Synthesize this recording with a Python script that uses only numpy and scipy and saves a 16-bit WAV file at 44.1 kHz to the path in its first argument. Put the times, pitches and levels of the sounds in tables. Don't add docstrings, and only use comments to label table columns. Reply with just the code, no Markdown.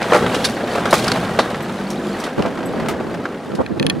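import sys
import numpy as np
from scipy import signal
from scipy.fft import rfft, irfft, next_fast_len
from scipy.io import wavfile

SR = 44100
rng = np.random.default_rng(int(sys.argv[2]) if len(sys.argv) > 2 else 0)


def materialize(psi):
    bounded = np.clip(np.atleast_2d(psi).T, -1, 1)
    quanta = np.round(bounded * 32767).astype(np.int16)
    wavfile.write(sys.argv[1], SR, quanta)


N = 176400
TIME = np.arange(N) / SR
BAND_LIMIT_HZ = 15900

# (time [s], bass level [dB], body level [dB])
RUMBLE_LEVELS = [(0, -36, -25.5), (.23, -25.5, -18), (.58, -31.5, -25), (.7, -30, -22), (1.1, -24.5, -22),
                 (1.7, -35.5, -26.5), (2.1, -44, -26), (2.32, -47, -27), (2.75, -35, -22.5),
                 (3.1, -31, -26), (3.35, -40.5, -27.5), (4, -32, -44)]
# (frequency [Hz], level [dB])
BASS_SPECTRUM = [(33, -39), (52, -10), (85, -3), (170, 2.5), (260, -12.5), (600, -55)]
BODY_SPECTRUM = [(70, -27.5), (140, -10.5), (230, 0.5), (300, -4.5), (510, -4), (700, -13.5), (1000, -21),
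                 (3000, -78.5)]

def rumble():
    bass_db, body_db = curve(RUMBLE_LEVELS)
    bass = unit_rms(colour(rng.standard_normal((2, N)), BASS_SPECTRUM))
    jolts = grains(per_s=150, spread_db=1.5, t60_s=.04, wash=2.5)
    body = unit_rms(colour(jolts, BODY_SPECTRUM))
    return amp(bass_db - 3) * bass + amp(body_db - 1) * body


# (time [s], level [dB], t60 [s], tilt [dB/octave])
PANEL_HITS = [(.1205, -2, 0.052, -2.5), (.1335, -2.5, 0.031, 2), (.1435, -4.5, 0.15, 2),
              (.638, -16.5, 0.075, -7), (.752, -13, 0.086, 2), (.781, -11.5, 0.047, 2),
              (.855, -11.5, 0.057, 2.5), (.928, 3.5, 0.029, -3.5), (.94, -7.5, 0.065, 7),
              (1.389, -2.5, 0.066, 0.5), (2.392, -16.5, 0.042, 3), (2.452, -14, 0.095, -4),
              (2.735, -22, 0.033, -2), (2.885, -18.5, 0.15, 7), (3.009, -22, 0.028, -3),
              (3.145, -22, 0.021, 2)]
# (frequency [Hz], level [dB])
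PANEL_SPECTRUM = [(40, -77), (150, -43), (350, 7), (600, 6), (1300, 3), (2000, -7.5), (7000, -29.5),
                  (16000, -50.5)]
PANEL_RING = [(520, 4.5), (636.6, 7), (868, 3), (1169, -5), (1246, -0.5), (1440, -13.5), (1990, -8.5)]

def knocks():
    return strikes(PANEL_HITS, PANEL_SPECTRUM, PANEL_RING, attack_s=.00023, ring_db=-.5)


# (time [s], level [dB], t60 [s], tilt [dB/octave], second mode [Hz])
FITTING_HITS = [(.026, -20.5, 0.05, -4, 2350), (.263, -16, 0.035, -10, 3280), (.345, -18.5, 0.11, -2, 3110),
                (.443, -13, 0.066, -3.5, 4840), (.449, -10, 0.075, 0.5, 4000), (.908, -19.5, .05, 6, 4080),
                (.929, -13.5, 0.032, 3, 5080), (1.043, -19, .038, -1, 4550), (1.08, -10.5, 0.033, -3, 4770),
                (1.1174, -7, 0.024, -2, 4260), (1.3895, -15.5, 0.13, -3.5, 4050),
                (1.544, -17.5, 0.04, -9.5, 1900), (1.902, -29, 0.12, 4, 5930), (2.2, -31, 0.094, 6, 5440),
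                (2.238, -26, 0.13, -0.5, 3390), (2.423, -12.5, 0.012, -6.5, 2960),
                (2.884, -29, 0.089, 16, 3270), (3.254, -15, 0.048, -11, 1530), (3.55, -29, 0.066, 0, 1770)]
# (frequency [Hz], level [dB])
FITTING_SPECTRUM = [(150, -58), (1200, -6), (2600, -9), (3800, -6.5), (5300, -6), (7000, -13), (10300, -14),
                    (16000, -34)]
FITTING_RING = [(3720, 14.5), (4024, 14.5), (4420, 12), (5000, 2), (5590, 2.5), (7020, -8), (10130, -5)]

def rattles():
    return strikes(FITTING_HITS, FITTING_SPECTRUM, FITTING_RING, attack_s=.00059, ring_db=-2.5)


# (time [s], level [dB])
CHATTER_LEVELS = [(0, -19.5), (.2, -16.5), (.62, -24), (.75, -18.5), (1.05, -18), (1.45, -21.5),
                  (1.65, -24.5), (2.1, -26.5), (2.25, -20.5), (2.35, -28), (2.43, -20), (2.56, -27.5),
                  (2.83, -24), (3.05, -27.5), (4, -33)]
# (frequency [Hz], level [dB])
TAP_SPECTRUM = [(250, -18), (520, -3), (720, 1.5), (950, -4.5), (1450, -5.5), (2100, -11), (3200, -16.5),
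                (6000, -28), (16000, -42.5)]

def chatter():
    taps = unit_rms(colour(grains(per_s=140, spread_db=3.5, t60_s=.063, wash=.96), TAP_SPECTRUM))
    rings = clinks(low_hz=784, high_hz=1876, per_s=170, t60_s=.05, spread_db=.5)
    return amp(curve(CHATTER_LEVELS)[0] - 5.5) * (taps + amp(-7.5) * rings)


# (time [s], firing rate [Hz], level [dB])
ENGINE_RUN = [(0, 45, -68), (1.72, 48, -32.5), (2.08, 51.8, -24), (2.3, 40, -40.5), (2.85, 55.5, -32),
              (3.4, 51, -59), (4, 48, -27)]
ENGINE_ORDERS_DB = [-27, -24, -17, -8, -13.5, -20, -12]

def engine():
    firing_hz, level_db = curve(ENGINE_RUN)
    firings = np.cumsum(firing_hz * (1 + .01193 * wander(hz=12.8))) / SR
    drone = 0
    for order, order_db in enumerate(ENGINE_ORDERS_DB, 1):
        gain = amp(order_db + 4 * wander(hz=25))
        drone += gain * np.sin(2 * np.pi * (order * firings + rng.random()))
    return amp(level_db) * unit_rms(drone)


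# (time [s], level [dB])
WIND_LEVELS = [(2.32, -48), (2.4, -20), (2.55, -34.5), (2.72, -27.5), (3.18, -34.5), (3.3, -64),
               (3.55, -23), (3.66, -30.5), (3.77, -25.5), (3.82, -17), (4, -27)]
# (frequency [Hz], level [dB])
WIND_SPECTRUM = [(20, -64), (60, -8.5), (140, 6.5), (240, 8), (480, 3), (1000, -13), (1600, -29),
                 (6000, -95)]
# (time [s], length [s], level [dB], tilt [dB/octave])
WIND_GUSTS = [(2.371, 0.047, -10.5, 1), (3.58, 0.049, -8.5, 5.5), (3.699, .038, -13.5, -4.5),
              (3.922, 0.029, -17.5, -4.5)]

def wind():
    eddies = grains(per_s=190, spread_db=-2.5, t60_s=.063, wash=.23)
    out = amp(curve(WIND_LEVELS)[0]) * unit_rms(colour(eddies, WIND_SPECTRUM, likeness=0))
    for start_s, length_s, db, tilt_db_oct in WIND_GUSTS:
        swell = signal.windows.tukey(round(length_s * SR), .6)
        air = colour(rng.standard_normal((2, SR // 8)), WIND_SPECTRUM, tilt_db_oct, likeness=0)
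        add(out, start_s, amp(db - 7.5) * unit_rms(air[:, -len(swell):] * swell))
    return out * amp([[-1.2], [1.2]])


# (time [s], level [dB], tilt [dB/octave], t60 [cycles])
CATCH_HITS = [(3.6628, -27, -6, 40), (3.7974, -17.5, -3.5, 58), (3.8274, -18, -1.5, 52),
              (3.866, -12.5, 1.5, 54), (3.8986, -13.5, 0.5, 104)]
# (frequency [Hz], level [dB])
CATCH_RING = [(1150, -14), (1770, -5), (2520, 0), (3300, 0.5), (4180, 0.5), (4700, -5), (6000, -5.5),
              (10500, -3.5)]

def clicks(attack_s=.00014, tick_t60_s=.0094, tick_db=1.5):
    out, t = np.zeros((2, N)), TIME[:SR // 4]
    onset = 1 - np.exp(-t / attack_s)
    for start_s, db, tilt_db_oct, t60_cycles in CATCH_HITS:
        burst = rng.standard_normal((2, len(t))) * amp(-60 * t / tick_t60_s)
        tick = colour(burst, FITTING_SPECTRUM, likeness=0)
        ring = 0
        for hz, mode_db in CATCH_RING:
            tone = amp(mode_db + tilt_db_oct * np.log2(hz / 4000)) * mode(hz, t60_cycles / hz)
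            contact_chatter = 1 + .5 * wander(hz=420)[:len(t)]
            ring += tone * contact_chatter
        add(out, start_s, amp(db) * (ring * onset + amp(tick_db) * tick))
    return out


# (time [s], level [dB])
GRIT_LEVELS = [(0, -44), (.17, -25.5), (.24, -37.5), (.36, -29), (.62, -38.5), (.77, -32.5), (.88, -41),
               (.95, -22), (1.07, -28.5), (1.14, -32.5), (1.6, -41), (2.25, -39.5), (2.35, -46),
               (3.7, -50.5)]
# (frequency [Hz], level [dB])
SAND_SPECTRUM = [(900, -33), (2000, -4), (3500, 4), (4800, 0), (6500, -2.5), (10000, -5.5), (12500, -12),
                 (16000, -22)]

def grit():
    crackle = unit_rms(colour(grains(per_s=300, spread_db=2.9, t60_s=.014, wash=1.1), SAND_SPECTRUM))
    rings = clinks(low_hz=2200, high_hz=4700, per_s=220, t60_s=.018, spread_db=3)
    level_db = curve(GRIT_LEVELS)[0] - 4 + .97 * wander(hz=6.2)
    return amp(level_db) * (crackle + amp(-1.5) * rings)


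# (time [s], length [s], level [dB], start pitch [Hz], end pitch [Hz])
JOINT_SLIPS = [(0.874, 0.027, -27, 5750, 6100), (1.541, 0.017, -24, 2235, 2600),
               (1.964, 0.28, -48.5, 7500, 7000)]

def squeaks(db_per_overtone=-7):
    out = np.zeros((2, N))
    for start_s, length_s, db, start_hz, end_hz in JOINT_SLIPS:
        size = round(length_s * SR)
        pitch_hz = np.linspace(start_hz, end_hz, size) * (1 + .026 * wander(hz=500)[:size])
        turns = np.cumsum(pitch_hz) / SR
        harmonics = [k for k in (1, 2, 3) if k * start_hz < BAND_LIMIT_HZ / 2]
        note = sum(amp(db_per_overtone * (k - 1)) * np.sin(2 * np.pi * k * turns) for k in harmonics)
        grip = np.maximum(wander(hz=45)[:size] + .5, 0)
        add(out, start_s, amp(db) * (note * grip * np.hanning(size))[None])
    return out


# (time [s], level [dB])
JINGLE_HITS = [(1.625, -42.5), (2.19, -48), (2.658, -40)]
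# (frequency [Hz], level [dB])
JINGLE_RING = [(7900, 7), (10400, -4), (11460, -1.5), (14420, -3)]

def jingles():
    out = np.zeros((2, N))
    for start_s, db in JINGLE_HITS:
        add(out, start_s, sum(amp(db + mode_db) * mode(hz, t60_s=.09) for hz, mode_db in JINGLE_RING))
    return out


def cabin(sound, t60_s=.069, delay_s=.003):
    t = TIME[:SR // 4]
    tail = rng.standard_normal((2, len(t))) * amp(-60 * t / t60_s) * (t > delay_s)
    return signal.fftconvolve(sound, tail / np.linalg.norm(tail[0]), axes=1)[:, :N]


def strikes(hits, spectrum, modes, attack_s, ring_db):
    out, t = np.zeros((2, N)), TIME[:SR // 4]
    onset = 1 - np.exp(-t / attack_s)
    for start_s, db, t60_s, tilt_db_oct, *tuning_hz in hits:
        fade = amp(-60 * t / t60_s)
        burst = unit_rms(colour(rng.standard_normal((2, len(t))) * onset * fade, spectrum, tilt_db_oct))
        pitch_ratio = tuning_hz[0] / modes[1][0] if tuning_hz else rng.uniform(.92, 1.08)
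        ring = 0
        for hz, mode_db in modes:
            turns = hz * pitch_ratio * rng.normal(1, .012) * t + rng.random()
            gain = amp(mode_db + tilt_db_oct * np.log2(hz / modes[0][0]))
            ring += gain * fade ** 1.01 * np.sin(2 * np.pi * turns)
        blow = unit_rms(burst + amp(ring_db) * unit_rms(ring * onset))
        envelope_rms = np.sqrt(np.mean((onset * fade) ** 2))
        add(out, start_s, amp(db) * envelope_rms * blow)
    return out


def clinks(low_hz, high_hz, per_s, t60_s, spread_db, parts=14):
    out, t = np.zeros((2, N)), TIME[:SR // 10]
    pitches_hz = np.geomspace(low_hz, high_hz, parts) * rng.normal(1, .02, parts)
    envelope = amp(-60 * t / t60_s) * (1 - np.exp(-t / .001))
    for when, part, force, pan in rng.random((round(per_s * N / SR), 4)):
        ring = np.sin(2 * np.pi * pitches_hz[int(part * parts)] * t) * envelope
        force_db = spread_db * min(-np.log(1 - force), 3)
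        pan_db = np.array([[2], [-2]]) * (pan - .5)
        add(out, when * N / SR, amp(force_db + pan_db) * ring)
    return unit_rms(out)


def grains(per_s, spread_db, t60_s, wash):
    onsets = rng.random(N) < per_s / SR
    energy = amp(spread_db * np.minimum(rng.exponential(1, N), 4)) ** 2
    decay = np.exp(-2 * np.log(1000) / (t60_s * SR))
    power = signal.lfilter([1], [1, -decay], onsets * energy)
    return rng.standard_normal((2, N)) * np.sqrt(power / power.mean() + wash)


def mode(hz, t60_s):
    t = TIME[:SR // 4]
    turns = hz * rng.normal(1, .01) * t + rng.random() + .5 * rng.random((2, 1))
    return amp(-60 * t / t60_s) * np.sin(2 * np.pi * turns)


# (frequency [Hz], correlation [0-1])
STEREO_CORRELATION = [(300, 1), (1300, 1), (3000, 0.83), (9000, 0.77), (15000, 0)]

def colour(pair, spectrum, tilt_db_oct=0, likeness=1):
    size = next_fast_len(pair.shape[1] + 2048)
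    hz = abs(np.fft.fftfreq(size, 1 / SR))
    octaves = np.log2(np.clip(hz, 200, 16000) / 1000)
    log_gain = np.log(amp(at_hz(spectrum, hz) + tilt_db_oct * octaves))
    minimum_phase_filter = np.exp(np.conj(signal.hilbert(log_gain)))
    correlation = np.clip(likeness * at_hz(STEREO_CORRELATION, hz), -.998, .998)
    a, b = np.fft.fft(pair, size) * minimum_phase_filter
    mid, side = a * np.sqrt(1 + correlation), b * np.sqrt(1 - correlation)
    return np.fft.ifft([mid + side, mid - side]).real[:, :pair.shape[1]]


def wander(hz):
    rolloff = 1 + (np.fft.rfftfreq(N, 1 / SR) / hz) ** 4
    return unit_rms(irfft(rfft(rng.standard_normal(N)) / rolloff, N))


def amp(db):
    return 10 ** (np.asarray(db) / 20)


def unit_rms(x):
    return x / np.sqrt(np.mean(x ** 2) + 1e-20)


def at_hz(rows, hz):
    row_hz, values = np.transpose(rows)
    return np.interp(np.log(hz + 1), np.log(row_hz + 1), values)


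def curve(rows):
    times_s, *columns = np.transpose(rows)
    return [np.interp(TIME, times_s, column) for column in columns]


def add(mix, start_s, sound):
    part = mix[:, round(start_s * SR):][:, :sound.shape[1]]
    part += sound[:, :part.shape[1]]


def scene():
    hits = knocks() + rattles() + jingles() + squeaks()
    return rumble() + hits + chatter() + engine() + wind() + clicks() + grit() + amp(-25) * cabin(hits)


def record(dry):
    lowpass = signal.firwin(511, BAND_LIMIT_HZ, window=("kaiser", 9), fs=SR)
    return signal.oaconvolve(np.clip(dry, -1, 1), lowpass[None], "same")


dry = scene()
out = record(dry)
materialize(out)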